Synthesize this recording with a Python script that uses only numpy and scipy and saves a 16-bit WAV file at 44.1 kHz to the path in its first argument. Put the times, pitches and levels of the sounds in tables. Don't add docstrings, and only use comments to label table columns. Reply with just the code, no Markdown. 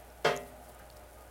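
import sys
import numpy as np
from scipy import signal
from scipy.fft import rfft, irfft, next_fast_len
from scipy.io import wavfile
from scipy.ndimage import map_coordinates

SR = 44100
rng = np.random.default_rng(int(sys.argv[2]) if len(sys.argv) > 2 else 0)


def generate_wav(sig):
    pcm = np.round(np.clip(np.atleast_2d(sig).T, -1, 1) * 32767).astype(np.int16)
    wavfile.write(sys.argv[1], SR, pcm)


N = 57330
TOP_HZ = 15950


def tongs_knock():
    # start in seconds, relative level in dB.
    touches = [(0.2475, 1), (.2540, -2), (0.2614, 0.5), (.2778, -8), (0.2816, -9.5)]
    # pitch in Hz, relative level in dB.
    crack_tone = [(250, -42), (450, 3), (1400, -5), (3000, -2), (6000, -11.5), (8000, -20), (15000, -35)]
    # pitch in Hz, relative level in dB.
    brush_tone = [(300, -34), (1200, 3), (5500, -3.5), (8000, -12.5), (15000, -22)]
    ring = grate_ring(start=touches[0][0])
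    brush = amp(-37) * noise(brush_tone) * fade(since(0.2447), rise=0.00042, ring_time=0.1)
    blows, crack_level = np.zeros(N), np.zeros(N)
    for start, db in touches:
        blows[round(start * SR)] += amp(db)
        crack_level += amp(db - 30.5) * fade(since(start), rise=0.00042, ring_time=0.015)
    cracks = crack_level * noise(crack_tone)
    t = since(0)
    thud_hz, thud_seconds = 507, 0.0062
    push = np.sin(np.pi * np.minimum(t / thud_seconds, 1))
    thud = amp(-21.5) * np.sin(2 * np.pi * thud_hz * t) * push
    thuds = signal.fftconvolve(blows, thud)[:N]
    clatters = amp(-30.5) * signal.fftconvolve(blows, bowl_clatter())[:N]
    return ring + brush + cracks + thuds + clatters


def grate_ring(start):
    # pitch in Hz, relative level in dB, ring time in seconds.
    notes = [(160, -46, .75), (248, -46, 1.15), (260, -51, 1.15), (404, -30.5, .52), (453, -26, .28),
             (464, -38, .55), (497, -30, .3), (571, -32, .52), (615, -32, .55), (706, -29, .47),
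             (877, -33, .31), (1027, -41, .44), (1235, -35, .25), (1297, -36, .23), (1447, -31, .22),
             (1634, -31.5, .23), (1916, -40, .5), (2051, -39.5, .46), (2148, -35, .24), (2688, -40, .38),
             (3103, -44, .3), (3246, -38.5, .32), (4510, -42, .17), (5017, -44, .18), (5260, -45, .17),
             (5636, -44, .2), (7900, -51, .18)]
    age = since(start)
    ring = np.zeros(N)
    for hz, db, ring_time in notes:
        wave = np.sin(2 * np.pi * (hz * age + rng.random()))
        ring += amp(db + 1) * wave * fade(age, rise=0.0035, ring_time=ring_time)
    return ring


def bowl_clatter():
    # pitch in Hz, relative level in dB.
    metal_tone = [(90, -36), (150, -12), (200, -12), (320, -22), (430, -5.5), (600, -4.5), (780, -10.5),
                  (1080, -6), (1350, -6), (1800, -12.5), (3200, -16), (5500, -21.5), (7500, -33),
                  (10000, -36.5), (15000, -45)]
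    # pitch in Hz, ring time in seconds.
    ring_times = [(150, 0.62), (500, 0.31), (1400, .25), (2500, 0.33), (5000, 0.21), (12000, 0.45)]
    t = np.arange(2 ** 15) / SR
    hz = np.fft.rfftfreq(len(t), 1 / SR)
    phases = np.exp(2j * np.pi * rng.random(len(hz)))
    crowd = unit(irfft(amp(value_at(metal_tone, hz)) * phases))
    spectrum = rfft(crowd)
    edges = np.geomspace(60, TOP_HZ, 23)
    clatter = np.zeros(len(t))
    for low, high in zip(edges, edges[1:]):
        band = irfft(spectrum * (hz >= low) * (hz < high))
        ring_time = value_at(ring_times, np.sqrt(low * high))
        clatter += band * fade(t, rise=0.0017, ring_time=ring_time)
    return clatter


def ticks():
    # start in seconds, relative level in dB, pitch in Hz, ring time in seconds.
    events = [(0.1016, -50, 5500, 0.0074), (0.3585, -45, 6700, 0.014), (0.3644, -29, 6540, 0.0052),
              (0.3741, -28.5, 6440, .004), (0.4353, -49, 6030, .008), (0.9013, -40.5, 4440, 0.0076),
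              (.9265, -53, 5240, 0.0056), (0.968, -46.5, 4420, 0.0073), (.9690, -48, 5290, 0.0093)]
    # multiple of the tick's pitch, relative level in dB.
    snap_tone = [(.4, -24), (.75, -11.5), (1, 0), (1.15, -7), (1.32, -12), (1.65, -7.5), (2.3, -21),
                 (3.5, -28)]
    sound = np.zeros(N)
    for start, db, hz, ring_time in events:
        t = since(start)
        ping = amp(-2) * np.sin(2 * np.pi * hz * t)
        snap = amp(-1.5) * noise([(hz * multiple, level) for multiple, level in snap_tone])
        sound += amp(db) * (ping + snap) * fade(t, rise=0.00033, ring_time=ring_time)
    return sound


def pepper_sizzle():
    # time of the peak in seconds, level in dB, width in seconds.
    spurts = [(0.414, -61, 0.034), (0.482, -59, .015), (0.645, -62, 0.035), (.694, -58, 0.0064),
              (0.72, -61, .003), (.748, -57.5, 0.0034), (0.794, -56, 0.0035), (.969, -56.5, 0.0036),
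              (1.135, -62, .003)]
    # pitch in Hz, relative level in dB.
    sizzle_tone = [(1500, -31), (3500, -9), (6000, -5), (9800, 0.5), (13000, -1), (16000, -3.5)]
    t = since(0)
    hiss = amp(-64.5 + 0.4 * wobble(per_second=40.5)) * noise(sizzle_tone)
    steam_level = sum(amp(db) * np.exp(-0.5 * ((t - peak) / width) ** 2) for peak, db, width in spurts)
    steam = steam_level * noise(sizzle_tone)
    pops_per_second = 180
    pops = rng.random(N) < pops_per_second / SR
    pop_sizes = amp(2 * np.minimum(rng.exponential(size=N), 4))
    crackle = filtered(pops * pop_sizes, lambda hz: amp(value_at(sizzle_tone, hz)))
    return hiss + steam + amp(-68.5) * unit(crackle)


def tongs_scuff():
    # pitch in Hz, relative level in dB.
    rub_tone = [(400, -9), (650, -9), (1000, -18), (1600, -2), (2100, -15), (5000, -31)]
    return amp(-52) * noise(rub_tone) * fade(since(0.795), rise=0.0034, ring_time=0.22)


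def fire():
    # pitch in Hz, relative level in dB.
    flame_tone = [(20, -13), (45, -7), (75, -7), (105, -2), (150, -8), (300, -9.5), (400, -6), (520, -6),
                  (680, -6.5), (850, -7), (1060, -14), (1500, -14), (2900, -22), (8000, -36), (12000, -53)]
    # pitch in Hz, width in Hz, typical level in dB.
    air_notes = [(533.6, 10.5, -69), (612.6, 16, -62.5), (713, 12.4, -64.5), (807.5, 8.4, -66.5),
                 (1232.5, 8, -70.5), (1463, 44, -72)]
    hollow = np.zeros(N)
    for pitch, width, db in air_notes:
        note = filtered(rng.standard_normal(N), lambda hz: 1 / (1 + ((hz - pitch) / width) ** 2))
        hollow += amp(db) * unit(note)
    flicker = amp(1.25 * wobble(per_second=14.4))
    rush = amp(-56.5) * noise(flame_tone)
    return flicker * (rush + hollow)


def mains_hum(hz=59.9):
    return amp(-57.5) * unit(np.sin(2 * np.pi * hz * since(0)))


def amp(db):
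    return 10 ** (np.asarray(db) / 20)


def unit(x):
    return x / np.sqrt(np.mean(x ** 2) + 1e-20)


def value_at(points, hz):
    pitches, values = np.transpose(points)
    return np.interp(np.log(hz + 1), np.log(pitches + 1), values)


def since(start):
    return np.maximum(np.arange(N) / SR - start, 0)


def fade(t, rise, ring_time):
    return (1 - np.exp(-t / rise)) * np.exp(-np.log(1000) * t / ring_time)


def wobble(per_second):
    return map_coordinates(rng.standard_normal(N // 50), [np.arange(N) * per_second / SR], mode="mirror")


def filtered(x, gain_at):
    size = next_fast_len(N + SR // 2)
    return irfft(rfft(x, size) * gain_at(np.fft.rfftfreq(size, 1 / SR)), size)[:N]


def noise(tone):
    return unit(filtered(rng.standard_normal(N), lambda hz: amp(value_at(tone, hz))))


def scene():
    return (tongs_knock() + ticks() + pepper_sizzle() + tongs_scuff() + fire() + mains_hum())[None]


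def record(dry):
    return filtered(dry[0], lambda hz: hz < TOP_HZ)[None]


dry = scene()
out = record(dry)
generate_wav(out)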